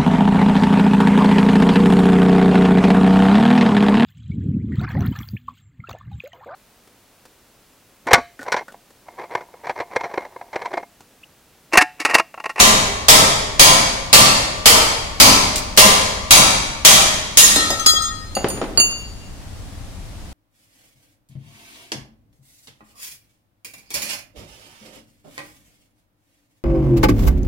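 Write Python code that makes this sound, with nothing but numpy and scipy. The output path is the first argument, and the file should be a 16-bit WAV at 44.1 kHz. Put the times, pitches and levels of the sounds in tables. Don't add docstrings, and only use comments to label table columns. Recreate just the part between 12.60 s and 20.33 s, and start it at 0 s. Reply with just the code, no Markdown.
import sys
import numpy as np
from scipy import signal
from scipy.fft import rfft, irfft
from scipy.io import wavfile

SR = 44100
rng = np.random.default_rng(int(sys.argv[2]) if len(sys.argv) > 2 else 0)


def int16_out(signal):
    q = np.round(np.clip(np.atleast_2d(signal).T, -1, 1) * 32767)
    wavfile.write(sys.argv[1], SR, q.astype(np.int16))


N = 340872
LENGTH = 55296
AGE = np.arange(LENGTH) / SR
FREQ = np.fft.rfftfreq(LENGTH, 1 / SR)


def undb(db):
    return 10 ** (np.asarray(db) / 20)


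def read(points, hz):
    f, value = np.transpose(points)
    return np.interp(np.log(hz + 1), np.log(f), value)


def fade(t60):
    return np.exp(-np.log(1000) * AGE / t60)


def bump(x, centre, octaves):
    return np.exp(-.5 * (np.log2((x + 1) / centre) / octaves) ** 2)


def add(out, s, sound):
    start = int(s * SR)
    a, b = max(start, 0), min(start + sound.shape[1], N)
    out[:, a:b] += sound[:, a - start:b - start]


def noise(db, alike_hz, likeness=1.0, size=LENGTH):
    hz = np.fft.rfftfreq(size, 1 / SR)
    alike = min(likeness, 1) / (1 + (hz / alike_hz) ** 2)
    spectra = rfft(rng.standard_normal((2, size))) * undb(db)
    mid, side = spectra * np.sqrt([1 + alike, 1 - alike])
    x = irfft([mid + side, mid - side], size)
    return x / x.std()


def die_away(x, t60s):
    spectrum, out = rfft(x), 0
    centres = [hz for hz, _ in t60s]
    for (_, t60), share in zip(t60s, np.eye(len(t60s))):
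        band = irfft(spectrum * read(list(zip(centres, share)), FREQ))
        out = out + band * fade(t60)
    return out


def patches(width_hz):
    knots = np.arange(0, SR / 2, width_hz)
    return np.interp(FREQ, knots, rng.standard_normal(len(knots)))


def waver(rate_hz, count):
    knots = np.arange(0, AGE[-1] + 1, 1 / rate_hz)
    return np.array([np.interp(AGE, knots, row) for row in rng.standard_normal((count, len(knots)))])


def ringing(modes):
    return np.array([undb(db) * fade(t60) * np.exp(2j * np.pi * hz * AGE) for hz, db, t60 in modes])


def strike(rings, hz, lift_db, scatter_db):
    phase, apart, left, right = rng.standard_normal((4, len(hz)))
    spread = np.minimum(hz / 700, 2)
    turn = 2 * np.pi * phase + np.outer([-.5, .5], spread * (1 + .5 * apart))
    gain = undb(lift_db + scatter_db * np.array([left, right]))
    return ((gain * np.exp(1j * turn)) @ rings).imag


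# frequency in Hz, relative level in dB per Hz.
AIR_SPECTRUM = [(12, -35), (20, 0), (107, -4), (137, -13.5), (221, -13), (247, -21), (276, -15), (309, -20),
                (420, -26), (639, -23.5), (1520, -31), (5200, -34), (9880, -38.5), (15900, -50.5)]


def workshop():
    db = read(AIR_SPECTRUM, np.fft.rfftfreq(N, 1 / SR))
    swell = np.interp(np.arange(N) / SR, np.arange(40) / 5, rng.standard_normal(40))
    air = noise(db, alike_hz=900, likeness=.68, size=N)
    left_right_db = np.array([[-33.2], [-34.5]])
    return undb(left_right_db + .5 * swell) * air


# frequency in Hz, decay by 60 dB in seconds.
HALL_DECAY = [(100, 1.9), (300, 1.21), (900, 0.95), (2000, 1.044), (4500, 0.96), (8500, 0.7), (14000, 0.34)]


def hall(x, build_s):
    colour_db = read([(100, -1.5), (400, 1.5), (1000, 3.0), (3000, -2), (8000, 0), (15000, 6)], FREQ)
    echoes = die_away(noise(colour_db, alike_hz=650), HALL_DECAY) * (1 - fade(build_s))
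    boom_db = read([(80, -28), (135, -3), (170, -3.0), (205, -7.0), (260, -7.0), (450, -15), (2000, -98)], FREQ)
    boom = noise(boom_db, alike_hz=800)
    echoes += undb(-19.0) * boom * bump(AGE * SR, .085 * SR, octaves=0.24)
    echoes /= np.sqrt(np.sum(echoes ** 2) / 2)
    return signal.fftconvolve(x, echoes, axes=1)[:, :N]


# frequency in Hz, relative level in dB.
CLICK_SPECTRUM = [(300, -3), (1500, -6.5), (4000, -0.5), (8000, 3.5), (15000, -10)]


def click(db, t60):
    return undb(db) * noise(read(CLICK_SPECTRUM, FREQ), alike_hz=1500) * fade(t60)


# start in seconds, level in dB, pitch in Hz.
LANDINGS = [(4.961, -14.5, 278), (5.103, -16.5, 647), (5.336, -29, 721), (5.767, -16, 660),
            (5.8437, -13.5, 267), (5.974, -25, 227), (6.015, -16, 252), (6.174, -18, 1270)]
# frequency in Hz, relative level in dB.
THUD_SPECTRUM = [(60, -15), (220, 0), (600, 2), (1300, -5.5), (3000, -11.5), (7000, -26), (16000, -69)]
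# start in seconds, level in dB.
SEATING_TICKS = [(2.9581, -15.5), (2.98, -20), (3.166, -25)]
REBOUND_S, REBOUND_SHRINK, REBOUND_DB = .024, .8, -12
LANDING_S = 0.0018


def knocks():
    out = np.zeros((2, N))
    for s, db, hz in LANDINGS:
        thud_db = read(THUD_SPECTRUM, FREQ) + 7.5 * bump(FREQ, hz, octaves=0.3)
        for hop in range(3):
            thud = noise(thud_db, alike_hz=1390)
            rattle = undb(-13.5 + 3.8 * waver(rate_hz=147, count=1)) * fade(0.6) * thud
            knock = die_away(thud, [(250, 0.1), (900, 0.038), (4000, 0.018)]) + rattle
            add(out, s, undb(db + hop * REBOUND_DB) * knock * (1 - fade(LANDING_S)))
            s = s + REBOUND_S * REBOUND_SHRINK ** hop
    for s, db in SEATING_TICKS:
        add(out, s, click(db, t60=0.097))
    return out


def dropped(modes, contacts, lift_db, octaves, click_db, click_growth, click_t60,
            pan_db, tumble_hz, tumble_db):
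    out, rings, hz = np.zeros((2, N)), ringing(modes), np.array(modes)[:, 0]
    hardest_db = max(ring_db for _, ring_db, _ in contacts)
    for s, ring_db, best_hz in contacts:
        turning = rings * undb(tumble_db * waver(tumble_hz, count=len(hz)))
        excited_db = ring_db + lift_db * bump(hz, best_hz, octaves)
        ring = strike(turning, hz, excited_db, scatter_db=5.5)
        crack = click(click_db + click_growth * (ring_db - hardest_db), click_t60)
        add(out, s, ring * undb([[pan_db / 2], [-pan_db / 2]]) + crack)
    return out


# frequency in Hz, relative level in dB, decay by 60 dB in seconds.
BAR_MODES = [(2789, -7, 0.33), (4590, -1.5, 0.25), (6784, 5, 0.34), (9200, 4, 0.2), (11940, -9.5, 0.26),
             (15210, -18, .24)]
# start in seconds, ring level in dB, best excited frequency in Hz.
BAR_CLINKS = [(5.7517, -32.5, 4260), (5.885, -36, 12900), (5.901, -34.5, 10600), (6.175, -23, 4550),
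              (6.2, -19, 3550), (6.311, -44.5, 5560)]


def bar_put_down():
    return dropped(BAR_MODES, BAR_CLINKS, lift_db=11.5, octaves=0.44, click_db=-19.5, click_growth=0.47,
                   click_t60=0.025, pan_db=0.5, tumble_hz=30.6, tumble_db=0.5)


# frequency in Hz, relative level in dB, decay by 60 dB in seconds while it is free.
SLEEVE_MODES = [(1254, -10, 1.2), (1322, -3, 1.3), (1863, -6, 1.5), (3305, -2, .7), (3596, -9, .6),
                (3768, -5, .42), (4138, -6, .55), (5001, -2, .52), (6250, -12, .3), (6432, 0, .33),
                (6681, 0, .42), (7257, -14, .25), (7754, -7, .22), (8140, -2, .2), (8366, -6, .22),
                (9162, -15, .25), (10350, -15, .3), (10815, -12, .25), (12400, -14, .22), (12785, -12, .25),
                (13464, -13, .3), (14660, -16, .25), (15400, -16, .2)]
# start in seconds, ring level in dB, best excited frequency in Hz.
SLEEVE_BOUNCES = [(4.772, -26.5, 6700), (4.9605, -26, 3940), (5.103, -31, 4670), (5.1955, -32.5, 5960),
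                  (5.2615, -24, 5000), (5.265, -25, 7800), (5.335, -43, 1330), (5.42, -36.5, 1770)]
REST_S, REST_T60 = 5.47, 0.64


def sleeve_bouncing():
    sleeve = dropped(SLEEVE_MODES, SLEEVE_BOUNCES, lift_db=10.5, octaves=0.15, click_db=-9, click_growth=1.9,
                     click_t60=0.062, pan_db=4.5, tumble_hz=27.2, tumble_db=8.0)
    lying_s = np.maximum(np.arange(N) / SR - REST_S, 0)
    return sleeve * np.exp(-np.log(1000) * lying_s / REST_T60)


# start in seconds,
# force in dB, resonance in Hz that this seating of the bar favours, its lift in dB.
HAMMER_BLOWS = [(-.035, 4, 5070, -0.5), (0.484, 2, 3360, 2.5), (0.9951, 2.5, 6370, 4.5),
                (1.529, 2.5, 4500, 5), (2.0572, 0.5, 3280, 2), (2.6, 2, 4600, 3), (3.1745, 2, 5240, 2),
                (3.7076, 2, 6430, 6), (4.2495, 3, 6450, 5), (4.7723, 0.5, 7050, 1)]
FREE_S = HAMMER_BLOWS[-1][0]


def slipping(s, tight_db, change_db, onset_s):
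    return tight_db + change_db * np.exp((s - FREE_S) / onset_s)


# frequency in Hz, relative level in dB.
CLANG_SPECTRUM = [(40, -0.5), (110, -4), (190, -2), (310, -7.5), (550, 1.5), (1150, -1.5), (1520, -5),
                  (2200, 0), (2800, -1.5), (4000, 0.5), (6400, -1.5), (7300, -3), (10000, -5.5),
                  (15500, -13.5)]
# frequency in Hz, decay by 60 dB in seconds.
CLANG_DECAY = [(100, 0.73), (700, 0.84), (2500, 0.81), (7000, 0.72), (15000, 0.42)]
# frequency in Hz, relative level in dB, decay by 60 dB in seconds.
ARM_MODES = [(175.4, -6.5, 0.54), (198, -26.5, 1.6), (400, -16, 1.3), (545, -17.5, 1.5), (623, -7, 0.94),
             (730, -31, 0.66), (913.4, -5, 1.42), (1023, 1, 0.89), (1107, -2.5, 1.06), (1169, 7.5, 0.61),
             (1250, 6.5, 0.2), (1320, 4, 0.33), (1660, -8, 0.52), (2224, 6, 0.31), (2260, 8, 0.32),
             (2766, -3.5, 0.31), (3260, 7.5, 0.42), (6030, -21, 0.32), (6930, -3.5, 1.06)]
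PORT_LAG = 15


def hammering():
    clangs, tones = np.zeros((2, 2, N))
    rings, arm_hz = ringing(ARM_MODES), np.array(ARM_MODES)[:, 0]
    body_db = read(CLANG_SPECTRUM, FREQ) + 1.6 * patches(width_hz=42)
    for s, force_db, seat_hz, seat_db in HAMMER_BLOWS:
        bass_db = slipping(s, tight_db=1.6, change_db=-5.5, onset_s=0.8)
        treble_db = slipping(s, tight_db=0.84, change_db=6, onset_s=0.3)
        tilt = [(600, bass_db), (2500, 0), (9000, treble_db)]
        wide_db = read([(1500, 0), (3000, 1.6)], FREQ) * patches(width_hz=170)
        clusters_db = 2 * patches(width_hz=60) + wide_db
        seating_db = seat_db * bump(FREQ, seat_hz, octaves=0.062)
        colour_db = body_db + read(tilt, FREQ) + seating_db + clusters_db
        clang = undb(-5.0) * die_away(noise(colour_db, alike_hz=2000), CLANG_DECAY)

        chatter_db = colour_db + read([(200, -8.0), (1000, -5.5), (3000, -2.0), (12000, -2)], FREQ)
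        chatter = undb(-1) * noise(chatter_db, alike_hz=1330) / (1 + (AGE / 0.032) ** 4)
        blow = undb(force_db) * (clang + chatter)
        blow[0] = np.roll(blow[0], PORT_LAG)
        add(clangs, s, blow)
        add(clangs, s - .0025, click(db=-27, t60=0.052))

        rocking = rings * undb(2 * waver(rate_hz=10.8, count=len(arm_hz)))
        tone = strike(rocking, arm_hz, read(tilt, arm_hz), scatter_db=3.5)
        grip_db = slipping(s, tight_db=-24.19, change_db=-10, onset_s=0.46)
        add(tones, s, undb(force_db + grip_db) * tone)
    return clangs, tones


def scene():
    clangs, tones = hammering()
    small = sleeve_bouncing() + bar_put_down() + knocks()
    into_hall = undb(-5.5) * clangs + undb(-4) * tones + undb(-12.5) * small
    echoes = hall(into_hall, build_s=0.11)
    left_right = undb([[.5], [-.5]])
    return (clangs + tones + echoes) * left_right + small + workshop()


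def record(dry):
    clipped = dry / (1 + np.abs(dry / .95) ** 8) ** (1 / 8)
    top_cut = signal.ellip(10, .2, 70, 15900, fs=SR, output="sos")
    return signal.sosfilt(top_cut, clipped)


dry = scene()
out = record(dry)
int16_out(out)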